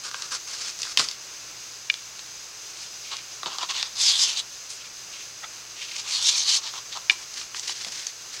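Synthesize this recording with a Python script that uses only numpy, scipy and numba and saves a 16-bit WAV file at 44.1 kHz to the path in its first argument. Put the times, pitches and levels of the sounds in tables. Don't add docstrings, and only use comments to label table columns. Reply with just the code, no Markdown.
import sys
import numpy as np
from scipy import signal
from scipy.fft import rfft, irfft
from scipy.io import wavfile
from scipy.ndimage import uniform_filter1d
from numba import njit

SR = 44100
rng = np.random.default_rng(int(sys.argv[2]) if len(sys.argv) > 2 else 0)


def to_wav(sig):
    pcm = np.clip(np.atleast_2d(sig), -1, 1) * 32767
    pcm = np.round(pcm).astype(np.int16)
    wavfile.write(sys.argv[1], SR, pcm.T)


N = 370440
T = np.arange(N) / SR

# time_s, effort_db
DRAW_EFFORT = [(3.955, -35), (4.005, -19.5), (4.089, -19), (4.163, -24), (4.237, -17.5), (4.275, -27.5),
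               (4.297, -22.5), (4.353, -34.5), (4.377, -22), (4.399, -26), (4.44, -57)]
PUSH_EFFORT = [(6.03, -44), (6.082, -29.5), (6.14, -23.5), (6.208, -31), (6.232, -24), (6.286, -17),
               (6.338, -27.5), (6.378, -22.5), (6.452, -30), (6.49, -20.5), (6.57, -21.5), (6.605, -45)]
# frequency_hz, gain_db
SLIDE_SPECTRUM = [(200, -49), (700, -46), (1100, -34), (1600, -17.5), (2200, -11), (2700, -10), (3200, -6),
                  (3900, -3), (5000, -2), (5700, -3.5), (6500, -1), (8000, -15.5), (10500, -25),
                  (15500, -49)]
FIBRE_SPECTRUM = [(3000, -33), (6000, 3), (7500, 8.5), (9500, -5.5), (12000, -15.5), (15500, -31)]
def sliding_card(firm_db=-20):
    slips = stick_slip(slips_per_s=2000, spread_db=0.5, judder_db=0.87, smooth=0.55)
    fine_slips = stick_slip(slips_per_s=5900, spread_db=3.5, judder_db=2.5, smooth=0.71)
    surface_gain = undb(-1.5) * effort(DRAW_EFFORT) + undb(-0.14) * effort(PUSH_EFFORT)
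    firmness = surface_gain / undb(firm_db)
    board_gain = undb(-45.5) * firmness ** 0.38
    fibre_gain = undb(-31.5) * firmness ** 1.3
    scrape = rub(moving_contact(bending(slips)), SLIDE_SPECTRUM, OPEN_MODES, surface_gain, board_gain)
    return scrape + fibre_gain * unit(colour(fine_slips, FIBRE_SPECTRUM))


def stick_slip(slips_per_s, spread_db, judder_db, smooth):
    sizes = undb(spread_db * np.minimum(rng.exponential(size=N), 4))
    slips = (rng.random(N) < slips_per_s / SR) * sizes * rng.choice([-1, 1], N)
    force = unit(slips) + smooth * rng.standard_normal(N)
    return unit(force * undb(judder_db * wander(110)))


def rub(slips, spectrum, modes, surface_gain, board_gain):
    return surface_gain * unit(colour(slips, spectrum)) + board_gain * unit(board(slips, modes))


def moving_contact(x, swell_db=3.0):
    bands = (resonate(x, [(hz, hz / 14, 0)]) for hz in np.geomspace(2400, 9000, 12))
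    return x + sum(band * (undb(swell_db * wander(16)) - 1) for band in bands)


# time_s, pitch_hz
BENDING_PITCH = [(3.45, 3200), (4.05, 4000), (4.2, 4000), (4.28, 3300), (4.4, 2970), (6.1, 2630),
                 (6.5, 4200), (6.68, 4250), (6.93, 3420)]
def bending(x, mode_ratio=1.307, width_hz=890.0, wobble=0.084):
    hz = np.interp(T, *np.transpose(BENDING_PITCH))
    first = moving_resonance(x, hz * (1 + wobble * wander(14)), width_hz)
    second = moving_resonance(x, mode_ratio * hz * (1 + wobble * wander(14)), width_hz)
    return x + first + second


# pitch_hz, width_hz, gain_db
SHUT_MODES = [(510, 320, -8), (1260, 540, 4), (1514, 450, 4)]
OPEN_MODES = [(400, 160, -9.5), (865, 210, -7.5), (1068, 484, 4.5)]
def board(x, modes):
    return sum(resonate(resonate(x, [(hz, width, 0)]), [(hz, width, db)]) for hz, width, db in modes)


# start_s, length_s, rub_db, board_db
SCRATCHES = [(3.105, 0.039, -33, -42), (3.455, 0.026, -34, -35.5), (3.48, 0.087, -37, -42.5),
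             (3.582, 0.034, -35, -40), (3.607, 0.033, -31.5, -37.5), (3.683, 0.03, -27, -38),
             (3.73, 0.082, -27.5, -42.5), (3.84, 0.034, -35.5, -46.5), (6.61, 0.045, -35, -46),
             (6.655, 0.032, -29.5, -43), (6.725, 0.064, -36.5, -46), (6.915, 0.025, -34, -52),
             (6.95, 0.018, -35, -35)]
# frequency_hz, gain_db
POCKET_SPECTRUM = [(150, -49), (450, -40), (900, -24), (1700, -2.5), (2600, -1.5), (3700, 3.5),
                   (4700, -0.5), (6400, -0.5), (8000, -10), (10500, -29), (15500, -37)]
def fingertips():
    slips = stick_slip(slips_per_s=1300, spread_db=0.0, judder_db=1.3, smooth=0.71)
    gains = strokes(SCRATCHES, attack_share=0.4, release_t60_s=0.083)
    return rub(bending(slips), POCKET_SPECTRUM, OPEN_MODES, *gains)


# start_s, length_s, rub_db, board_db
TUGS = [(.025, 0.057, -34, -44.5), (.1, .19, -40.5, -48.5), (.305, 0.03, -31.5, -40),
        (.338, 0.023, -37, -59), (.46, 0.13, -35.5, -57), (.59, .11, -32, -59), (.77, 0.15, -37.5, -57),
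        (.972, 0.031, -23, -53), (1.01, 0.033, -32.5, -62), (1.06, 0.056, -42.5, -61)]
# frequency_hz, gain_db
RIBBON_SPECTRUM = [(150, -19), (450, -14), (900, -11), (1800, -4), (2400, -2), (3200, -2.5), (5000, 5.5),
                   (6400, 2.5), (8000, -5.5), (10500, -18.5), (15500, -38)]
def ribbon():
    slips = stick_slip(slips_per_s=1800, spread_db=2.5, judder_db=2.5, smooth=0.94)
    gains = strokes(TUGS, attack_share=0.26, release_t60_s=0.12)
    return rub(slips, RIBBON_SPECTRUM, SHUT_MODES, *gains)


# start_s, length_s, rub_db, board_db
PAGE_SWEEPS = [(7.095, 0.029, -31.5, -43), (7.175, 0.057, -42, -53), (7.325, 0.097, -37.5, -57),
               (7.552, 0.018, -34, -52), (7.585, .3, -38, -62), (7.675, 0.016, -35, -64),
               (7.9, 0.18, -36, -60), (8.32, 0.11, -39, -67)]
# start_s, length_s, rub_db, board_db, centre_hz
BRUSHES = [(2.714, 0.15, -43, -62, 5500), (3.009, .18, -39.5, -64, 3000), (4.688, 0.043, -37.5, -62, 9000),
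           (4.756, 0.12, -47, -61, 2830), (5.104, 0.11, -42, -67, 2880), (5.736, 0.21, -38.5, -62, 3080),
           (5.954, 0.045, -32, -51, 5050)]
# frequency_hz, gain_db
PAGE_SPECTRUM = [(150, -41), (450, -12.5), (800, -29), (1700, -4), (2800, -3.5), (3900, -0.5), (5000, 3),
                 (6400, 0.5), (8000, -8.5), (10500, -21.5), (15500, -37)]
BRUSH_SPECTRUM = [(150, -49), (450, -35), (900, -15), (1700, -9), (2400, 2.5), (3400, 0), (5000, 2.5),
                  (6400, 1.5), (8000, -5), (10500, -15), (15500, -50)]
def brushing(relative_width=0.9):
    slips = stick_slip(slips_per_s=2200, spread_db=2.0, judder_db=2.54, smooth=0.88)
    skin = colour(slips, BRUSH_SPECTRUM)
    body = unit(board(slips, OPEN_MODES))
    page_gains = strokes(PAGE_SWEEPS, attack_share=0.21, release_t60_s=0.13)
    out = rub(slips, PAGE_SPECTRUM, OPEN_MODES, *page_gains)
    for *stroke, hz in BRUSHES:
        surface_gain, board_gain = strokes([stroke], attack_share=0.34, release_t60_s=0.13)
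        band = unit(resonate(skin, [(hz, relative_width * hz, 0)]))
        out += surface_gain * band + board_gain * body
    return out


# start_s, edge_db, board_db, pitch_hz
TICKS = [(.1133, -19.5, -26.5, 4930), (0.144, -18, -20, 2240), (.222, -13.5, -34, 4800),
         (0.54, -28, -30, 5100), (.79, -19, -40, 6100), (0.8189, -10, -36, 5730),
         (0.8313, -12.5, -36, 4760), (.852, -19, -30, 3600), (.871, -28, -27.5, 4700),
         (0.9735, 1.5, -18.5, 3470), (0.9878, -8, -38, 4300), (0.9954, -3, -16.5, 4500),
         (0.9989, -9, -17, 4100), (1.0079, -16, -27, 4200), (1.087, -12, -39, 4930),
         (1.1128, -16.5, -38, 4800), (1.941, -13, -39, 3900), (2.1928, -23, -42, 3870),
         (3.1683, -16, -49, 5600), (3.432, -19, -21, 3700), (3.4597, -15, -22, 3550),
         (3.5846, -13, -26.5, 4460), (3.632, -19, -22, 3700), (3.6919, -20, -31, 3900),
         (3.8281, -6, -30, 3900), (6.7381, -24, -28.5, 5000), (6.9728, -18.5, -24.5, 4400),
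         (7.34, -20.5, -47, 5530), (7.414, -20, -34, 4120), (7.546, -20.5, -29.5, 2620),
         (7.596, -12, -50, 6400), (7.6949, -15, -28.5, 3600), (7.8474, -15.5, -38, 4000),
         (8.0684, -13.5, -45, 5800)]
# frequency_hz, gain_db
TICK_SPECTRUM = [(150, -22), (500, -26), (1500, 3), (3000, -0.5), (5000, -1.5), (6800, -2), (8500, -9.5),
                 (15500, -24)]
def edge_ticks(opened_s=1.5, crackle=0.15, relative_width=0.37):
    out, t = np.zeros(N), T[:2048]
    for start, edge_db, board_db, hz in TICKS:
        force = (t == 0) + crackle * rng.standard_normal(len(t)) * decay(t, t60_s=0.018)
        edge = resonate(colour(force, TICK_SPECTRUM), [(hz, relative_width * hz, 0)])
        body = board(force, SHUT_MODES if start < opened_s else OPEN_MODES)
        add(out, start, undb(edge_db) * edge / np.abs(edge).max())
        add(out, start, undb(board_db) * body / np.abs(body).max())
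    return out


# start_s, level_db
CLICKS = [(1.8997, -5), (1.906, -18), (7.0976, -0.5), (7.1053, -9)]
# pitch_hz, width_hz, gain_db
HOLLOW_MODES = [(1690, 140, -8), (2390, 210, 8), (2790, 150, 3), (3530, 220, -2), (4480, 280, -29)]
def hollow_clicks(low_hz=1400, high_hz=6400, echo_s=0.001685, echo_db=-2):
    out = np.zeros(N)
    radiation = signal.butter(5, (low_hz, high_hz), "band", fs=SR, output="sos")
    ring = resonate(signal.sosfilt(radiation, signal.unit_impulse(2048)), HOLLOW_MODES)
    ring /= np.abs(ring).max()
    for start, db in CLICKS:
        add(out, start, undb(db) * ring)
        add(out, start + echo_s, undb(db + echo_db) * ring)
    return out


# pitch_hz, width_hz, gain_db
CARD_MODES = [(810, 180, -13.5), (1290, 260, -8.5), (1950, 240, -10), (2500, 310, -16), (3430, 360, -9.5)]
def card_flex(peak_s=5.444, rise_s=0.009, fall_s=0.005, level_db=-33):
    pressure = np.exp(-0.5 * ((T - peak_s) / np.where(T < peak_s, rise_s, fall_s)) ** 2)
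    return undb(level_db) * pressure * unit(board(rng.standard_normal(N), CARD_MODES))


# start_s, level_db
THUDS = [(.994, -33), (3.461, -40), (7.866, -44)]
# frequency_hz, gain_db
THUD_SPECTRUM = [(60, -19), (150, 3), (240, -2), (450, 2), (750, 1), (1100, -1), (1700, -9), (4000, -26),
                 (10000, -45)]
def table_thuds():
    out, t = np.zeros(N), T[:8192]
    for start, db in THUDS:
        knock = unit(colour(rng.standard_normal(len(t)), THUD_SPECTRUM))
        add(out, start, undb(db) * knock * decay(t, t60_s=0.12))
    return out


def room(x, wet_db, t60_s):
    t = T[:16384]
    tail = rng.standard_normal(len(t)) * decay(t, t60_s) * (t > 0.003)
    return x + undb(wet_db) * signal.fftconvolve(x, tail / np.linalg.norm(tail))[:N]


# frequency_hz, gain_db
HISS_SPECTRUM = [(1760, -34), (3000, -13.5), (3470, -8), (3740, -8), (4260, -5), (4720, -5.5), (4990, 1),
                 (5340, -5.5), (6340, 2), (6890, -5.5), (8290, -16), (9190, -22), (10300, -19),
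                 (11000, -23), (15500, -24.5)]
ROOM_SPECTRUM = [(20, -18), (50, -7.5), (80, -14.5), (115, -7), (165, -8), (250, -12.5), (340, -6),
                 (570, -6), (760, -7), (1050, -4), (1500, -2.5), (1900, -5), (2800, -0.5), (3200, -8.5),
                 (4000, -41)]
# pitch_hz, level_db
HUM_TONES = [(58, -76.5), (117.3, -69), (120.7, -87), (8000, -64)]
def background(hiss_db=-41, room_db=-49):
    hiss = undb(hiss_db) * unit(colour(rng.standard_normal(N), HISS_SPECTRUM))
    hiss *= undb(0.75 * wander(19))
    air = undb(room_db) * unit(colour(rng.standard_normal(N), ROOM_SPECTRUM))
    air *= undb(0.5 * wander(4.97))
    hum = sum(undb(db) * np.sqrt(2) * np.sin(2 * np.pi * hz * T + 0.4 * wander(2.97))
              for hz, db in HUM_TONES)
    return hiss + air + hum


def strokes(rows, attack_share, release_t60_s):
    surface_gain, board_gain = np.zeros(N), np.zeros(N)
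    for start, length, rub_db, board_db in rows:
        attack = np.clip((T - start) / (attack_share * length), 0, 1)
        pressure = attack * decay(np.clip(T - start - length, 0, 1), release_t60_s)
        surface_gain += undb(rub_db) * pressure
        board_gain += undb(board_db) * pressure
    return surface_gain, board_gain


def effort(curve):
    times, db = np.transpose(curve)
    return undb(np.interp(T, times, db)) * (T >= times[0]) * (T <= times[-1])


def resonate(x, modes):
    return sum(undb(db) * signal.lfilter(*signal.iirpeak(hz, hz / width, fs=SR), x)
               for hz, width, db in modes)


@njit
def moving_resonance(x, hz, width_hz):
    out, band_state, low_state = np.empty(len(x)), 0., 0.
    for i in range(len(x)):
        tuning, damping = np.tan(np.pi * hz[i] / SR), width_hz / hz[i]
        band = (band_state + tuning * (x[i] - low_state)) / (1 + tuning * (tuning + damping))
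        band_state = 2 * band - band_state
        low_state += 2 * tuning * band
        out[i] = damping * band
    return out


def colour(x, spectrum, size=4096):
    hz, db = np.transpose(spectrum)
    bins = np.maximum(np.fft.rfftfreq(size, 1 / SR), 1)
    gain = undb(np.interp(np.log(bins), np.log(hz), db))
    cepstrum = irfft(np.log(gain))
    cepstrum[1:size // 2] *= 2
    cepstrum[size // 2 + 1:] = 0
    return signal.fftconvolve(x, irfft(np.exp(rfft(cepstrum))))[:len(x)]


def wander(rate_hz):
    hold = int(SR / rate_hz)
    steps = np.repeat(rng.standard_normal(N // hold + 1), hold)
    return unit(uniform_filter1d(steps, hold)[:N])


def decay(t, t60_s):
    return np.exp(-np.log(1000) * t / t60_s)


def undb(db):
    return 10 ** (np.asarray(db) / 20)


def unit(x):
    return x / np.sqrt(np.mean(x ** 2))


def add(track, start_s, sound):
    i = int(start_s * SR)
    track[i:i + len(sound)] += sound[:N - i]


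def scene():
    rubbing = ribbon() + fingertips() + brushing() + sliding_card() + card_flex()
    mono = room(rubbing, wet_db=-11.5, t60_s=0.076)
    mono += room(edge_ticks() + table_thuds(), wet_db=-9.0, t60_s=0.25)
    mono += room(hollow_clicks(), wet_db=-22, t60_s=0.35)
    return np.tile(mono + background(), (2, 1))


def record(dry, cutoff_hz=15800):
    lowpass = signal.ellip(10, 0.1, 70, cutoff_hz, fs=SR, output="sos")
    return signal.sosfilt(lowpass, np.clip(dry, -1, 1))


dry = scene()
out = record(dry)
to_wav(out)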